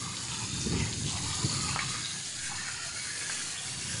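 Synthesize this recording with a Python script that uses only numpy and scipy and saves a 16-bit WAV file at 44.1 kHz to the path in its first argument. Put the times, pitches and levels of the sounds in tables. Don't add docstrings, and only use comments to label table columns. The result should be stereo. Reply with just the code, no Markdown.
import sys
import numpy as np
from scipy import signal
from scipy.fft import rfft, irfft, next_fast_len
from scipy.io import wavfile
from scipy.ndimage import uniform_filter1d, map_coordinates

SR = 44100
rng = np.random.default_rng(int(sys.argv[2]) if len(sys.argv) > 2 else 0)


def put_to_file(sound):
    columns = np.atleast_2d(sound).T
    safe = np.clip(columns, -1, 1)
    whole_steps = np.round(safe * 32767)
    wavfile.write(sys.argv[1], SR, whole_steps.astype(np.int16))


N = 176400

# t/s, relative level/dB
WIND_LEVEL = [(0, -42.5), (.28, -44), (.6, -38), (.8, -35.5), (1.13, -38.5), (1.25, -37), (1.66, -37.5),
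              (1.78, -40.5), (2.3, -52.5), (2.55, -48.5), (3.55, -55), (4, -38.5)]
RAIN_LEVEL = [(0, -45), (1, -46.5), (1.3, -43.5), (2.75, -45.5), (3.3, -42.5)]
SPLASH_LEVEL = [(0, -40.5), (.65, -38.5), (1.01, -39), (1.45, -36), (1.58, -37.5), (2.6, -40), (4, -41.5)]
GURGLE_LEVEL = [(0, -50.5), (.37, -49), (.68, -52.5), (.81, -40.5), (.99, -58), (1.1, -46), (1.37, -43),
                (1.47, -50.5), (1.62, -41.5), (1.95, -48.5), (2.15, -57.5), (2.45, -60.5), (2.56, -47.5),
                (2.9, -56.5)]
PATTER_LEVEL = [(0, -54.5), (.75, -46.5), (1.4, -54), (1.62, -44.5), (4, -44.5)]
# f/Hz, relative level/dB
WIND_SPECTRUM = [(25, -41), (45, -22.5), (70, -5.5), (125, 2.5), (250, -10.5), (360, -14), (700, -35.5),
                 (1500, -56)]
BUFFET_SPECTRUM = [(25, -43), (70, -2.5), (150, 1), (280, -6.5), (420, -9.5), (600, -30), (1500, -63)]
RAIN_SPECTRUM = [(60, -16), (150, -7), (850, -10.5), (2700, -2), (4500, 4.5), (5600, 4), (6800, 7.5),
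                 (8000, 4.5), (9500, 7.5), (10400, 5.5), (11200, -8.5)]
SPLASH_SPECTRUM = [(1200, -29), (3100, -6.5), (4500, 3), (5200, 0.5), (5800, -9), (6600, 6), (7300, 4),
                   (8200, -7), (11000, -34.5)]
BUBBLE_SPECTRUM = [(400, -42), (660, -10), (800, -2), (1220, 2), (1330, -2), (1500, -8), (2500, -24)]
SLOSH_SPECTRUM = [(600, -27), (800, -3.5), (1100, -2), (1550, -7.5), (2100, 0), (3300, 1), (4200, -2),
                  (6000, -23)]
PATTER_SPECTRUM = [(900, -24.5), (1400, -7), (1750, -1.5), (2300, -2), (3200, -6.5), (4500, -13)]
# f/Hz, T60/s
WALL_DECAY = [(200, 0.09), (1500, 0.18), (10000, 0.048)]
# t/s, relative level/dB, ring f/Hz
FAT_DRIPS = [(.168, -21, 3730), (.928, -19.5, 3700), (1.094, -26, 4600), (1.354, -22, 7110),
             (1.761, -17, 1150), (1.791, -14, 2030), (1.943, -21.5, 1710), (2.057, -20, 3900),
             (2.650, -27, 1690), (2.685, -23, 1460), (3.213, -26, 1590), (3.297, -18, 1600)]
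# start t/s, length/s, f/Hz, relative level/dB
PUDDLE_TRICKLES = [(0.297, 0.12, 1344, -47.5), (0.768, .12, 2060, -44), (1.26, 0.76, 1235, -47.5),
                   (1.678, 0.17, 2730, -43), (2.033, 0.107, 3750, -42), (2.373, 0.15, 1640, -46),
                   (2.607, 0.27, 1840, -47), (2.668, 0.336, 1397, -46.5), (3.053, 0.39, 1667, -45.5),
                   (3.557, 0.13, 3355, -45.5)]
# peak t/s, length/s, centre f/Hz, relative level/dB
GROUND_SPURTS = [(0.319, 0.066, 3280, -39.5), (0.621, 0.075, 6600, -36.5), (0.788, 0.13, 2730, -40.5),
                 (0.799, .03, 5900, -35.5), (1.08, 0.081, 3500, -37), (1.095, 0.093, 7100, -37.5),
                 (1.332, 0.053, 3650, -37), (2.263, 0.041, 5540, -39), (2.52, 0.058, 970, -42)]
# peak t/s, length/s, relative level/dB
MIC_BUFFETS = [(0.668, 0.035, -33), (0.735, 0.071, -29.5), (0.811, 0.064, -34), (1.453, 0.039, -32.5)]

GUST_ABOVE_DB = -43.5
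HOLLOW_HALF_DEPTH_HZ = 7700
DRIP_DB, DRIP_LOW_CUT_HZ = -9.5, 760
RING_T60_S, RING_WIDTH_OCT = 0.026, 0.3
CRACK_DB, CRACK_T60_S = -1, 0.0068
SPRAY_DB, SPRAY_T60_S = -13, 0.073
TRICKLE_FADE_S = 0.018
TRICKLE_WIDTH, TRICKLE_WANDER = 0.081, 0.02
SPURT_RISE_SHARE, SPURT_WIDTH_OCT = 0.41, 0.32
BAND_LIMIT_HZ = 11200


def amp(db):
    return 10 ** (np.asarray(db) / 20)


def unit(x):
    return x / np.sqrt(np.mean(x ** 2) + 1e-20)


def hiss():
    return rng.standard_normal((2, N))


def over_frequency(points, hz):
    freqs, values = np.transpose(points)
    return np.interp(np.log(hz + 1), np.log(freqs + 1), values)


def over_time(points):
    times, values = np.transpose(points)
    return np.interp(np.arange(N) / SR, times, values)


def wobble(rate):
    knots = rng.standard_normal(int(N * rate / SR) + 4)
    return map_coordinates(knots, [np.arange(N) * rate / SR])


def bell(hz, centre_hz, width_oct):
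    return np.exp(-.5 * (np.log2((hz + 1) / centre_hz) / width_oct) ** 2)


def filtered(x, response):
    size = next_fast_len(N + SR // 2)
    return irfft(rfft(x, size) * response(np.fft.rfftfreq(size, 1 / SR)), size)[..., :N]


def coloured(x, spectrum):
    def minimum_phase(hz):
        cepstrum = irfft(np.log(amp(over_frequency(spectrum, hz))))
        half = len(cepstrum) // 2
        return np.exp(rfft(np.r_[cepstrum[0], 2 * cepstrum[1:half]], len(cepstrum)))
    return unit(filtered(x, minimum_phase))


def panned(x, left_db):
    return np.array([x[0] * amp(left_db / 2), x[1] * amp(-left_db / 2)])


def drops(rate, lo_hz, hi_hz, cycles, spread_db, glide, samples):
    pitch, weight, onset, bearing, _ = rng.random((int(rate * N / SR), 5)).T
    hz = lo_hz * (hi_hz / lo_hz) ** pitch[:, None]
    t = np.arange(samples) / SR
    age = hz * t / cycles
    strength = amp(-spread_db * np.log(np.maximum(weight[:, None], .01))) * np.sqrt(hz)
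    phase = 2 * np.pi * hz * t * (1 + glide * np.minimum(age, 2) / 2)
    rings = strength * np.exp(-np.pi * age) * np.sin(phase)
    start = (onset * N).astype(int)
    left = start + SR // 2000
    right = start + (bearing * SR / 1000).astype(int)
    slots = [(arrival[:, None] + np.arange(samples)).ravel() for arrival in (left, right)]
    return unit(np.array([np.bincount(slot, rings.ravel(), N)[:N] for slot in slots]))


def hollow(x, depth_db):
    spectra = signal.stft(x, nperseg=2048)[2]
    peaks = rng.standard_normal(spectra.shape[1:])
    for bins, frames in ((5, 8), (3, 4)):
        peaks = uniform_filter1d(peaks, bins, axis=0)
        peaks = uniform_filter1d(peaks, frames, axis=1, mode="wrap")
    taper = 1 / (1 + np.fft.rfftfreq(2048, 1 / SR)[:, None] / HOLLOW_HALF_DEPTH_HZ)
    gain = amp(depth_db * taper * unit(peaks))
    return unit(signal.istft(spectra * gain, nperseg=2048)[1][:, :N])


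def wall(x, wet_db):
    hz, t, spectra = signal.stft(rng.standard_normal((2, SR // 4)), SR, nperseg=256)
    decay = amp(-60 * t / over_frequency(WALL_DECAY, hz)[:, None])
    tail = signal.istft(spectra * decay, SR, nperseg=256)[1]
    tail /= np.linalg.norm(tail[0])
    return x + amp(wet_db) * signal.fftconvolve(x, tail, axes=1)[:, :N]


def wind():
    t = np.arange(N) / SR
    level_db = over_time(WIND_LEVEL)
    gust_db = np.maximum(level_db - GUST_ABOVE_DB, 0)
    air = coloured(rng.standard_normal(N) + amp(-9.0) * hiss(), WIND_SPECTRUM)
    bumps = sum(amp(db) * np.exp(-(2 * (t - peak) / length) ** 2) for peak, length, db in MIC_BUFFETS)
    buffets = bumps * coloured(rng.standard_normal(N) + amp(-4.0) * hiss(), BUFFET_SPECTRUM)
    rumble = panned(air, left_db=-.7 * gust_db) * amp(level_db + 1.3 * wobble(16))
    return rumble + panned(buffets, left_db=-12.0)


def rain():
    ticks = drops(rate=2500, lo_hz=820, hi_hz=10600, cycles=1.12, spread_db=2, glide=0, samples=128)
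    sound = coloured(hollow(ticks + amp(0.5) * hiss(), depth_db=5.0), RAIN_SPECTRUM)
    return panned(sound, left_db=7.5) * amp(over_time(RAIN_LEVEL) + 6.5 + 1.3 * wobble(21.986))


def drain_splash():
    fizz = drops(rate=1500, lo_hz=2450, hi_hz=8930, cycles=4.0, spread_db=2, glide=0.055, samples=192)
    sound = coloured(hollow(fizz + amp(2.0) * hiss(), depth_db=5.5), SPLASH_SPECTRUM)
    level_db = over_time(SPLASH_LEVEL)
    swing_db = 2.02 * (level_db - level_db.mean())
    return panned(sound, left_db=6.0) * amp(level_db.mean() - 0.5 + swing_db + 0.6 * wobble(39.9))


def drain_gurgle():
    surge = amp(over_time(GURGLE_LEVEL) + 1.83 * wobble(29.65))
    bubbles = drops(rate=400, lo_hz=659, hi_hz=1527, cycles=17.5, spread_db=3, glide=0.086, samples=1200)
    bubbles = wall(bubbles, wet_db=-0.5)
    slosh = drops(rate=1200, lo_hz=687, hi_hz=5300, cycles=9.8, spread_db=3, glide=0.052, samples=600)
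    bubbles = coloured(hollow(bubbles, depth_db=2.5), BUBBLE_SPECTRUM)
    slosh = coloured(hollow(slosh, depth_db=7.5), SLOSH_SPECTRUM)
    return surge * (amp(-1.0) * panned(bubbles, left_db=-0.5) + amp(2) * panned(slosh, left_db=4.0))


def runoff_patter():
    plinks = drops(rate=900, lo_hz=1217, hi_hz=4160, cycles=11.8, spread_db=2.5, glide=0.06, samples=900)
    sound = coloured(hollow(wall(plinks, wet_db=3), depth_db=4), PATTER_SPECTRUM)
    return panned(sound, left_db=12.5) * amp(over_time(PATTER_LEVEL) - 2.5 + 0.56 * wobble(22.2))


def drips():
    size = SR // 5
    t, hz = np.arange(size) / SR, np.fft.rfftfreq(size, 1 / SR)
    out = np.zeros((2, N + SR))

    def burst(shape, t60):
        noise = rfft(rng.standard_normal((2, size)))
        return unit(irfft(noise * shape, size)) * amp(-60 * t / t60)

    for start, db, ring_hz in FAT_DRIPS:
        narrow = bell(hz, ring_hz, RING_WIDTH_OCT)
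        wide = narrow ** .35 / np.hypot(1, (DRIP_LOW_CUT_HZ / (hz + 1)) ** 8)
        ring = burst(narrow, RING_T60_S)
        crack = amp(CRACK_DB) * burst(wide, CRACK_T60_S)
        spray = amp(SPRAY_DB) * burst(wide, SPRAY_T60_S)
        first = int(start * SR)
        out[:, first:first + size] += amp(db + DRIP_DB) * (ring + crack + spray)
    return panned(wall(out[:, :N], wet_db=-4), left_db=7.5)


def trickles():
    out, t = np.zeros((2, N)), np.arange(N) / SR
    for start, length, hz, db in PUDDLE_TRICKLES:
        gate = np.clip(np.minimum(t - start, start + length - t) / TRICKLE_FADE_S, 0, 1)
        sputter = amp(4 * wobble(70))
        ring = filtered(hiss() * sputter, lambda f: 1 / (1 + 2j * (f - hz) / (TRICKLE_WIDTH * hz)) ** 2)
        clock = np.cumsum(1 + TRICKLE_WANDER * wobble(14)) / SR
        wavering = np.array([np.interp(clock, t, channel) for channel in ring])
        out += amp(db) * gate * unit(wavering)
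    return panned(out, left_db=9.0)


def spurts():
    out, t = np.zeros((2, N)), np.arange(N) / SR
    droplets = drops(rate=4000, lo_hz=680, hi_hz=10100, cycles=3.5, spread_db=2, glide=0, samples=192)
    for peak, length, hz, db in GROUND_SPURTS:
        reach = length * np.where(t < peak, SPURT_RISE_SHARE, 1 - SPURT_RISE_SHARE)
        swell = np.exp(-((t - peak) / reach) ** 2)
        band = filtered(droplets, lambda f: bell(f, hz, SPURT_WIDTH_OCT))
        out += amp(db) * swell * unit(band)
    return panned(out, left_db=5.5)


def scene():
    water = rain() + drain_splash() + spurts() + drain_gurgle() + runoff_patter() + trickles() + drips()
    return water + wind()


def record(dry):
    return filtered(dry, lambda hz: hz < BAND_LIMIT_HZ)


dry = scene()
out = record(dry)
put_to_file(out)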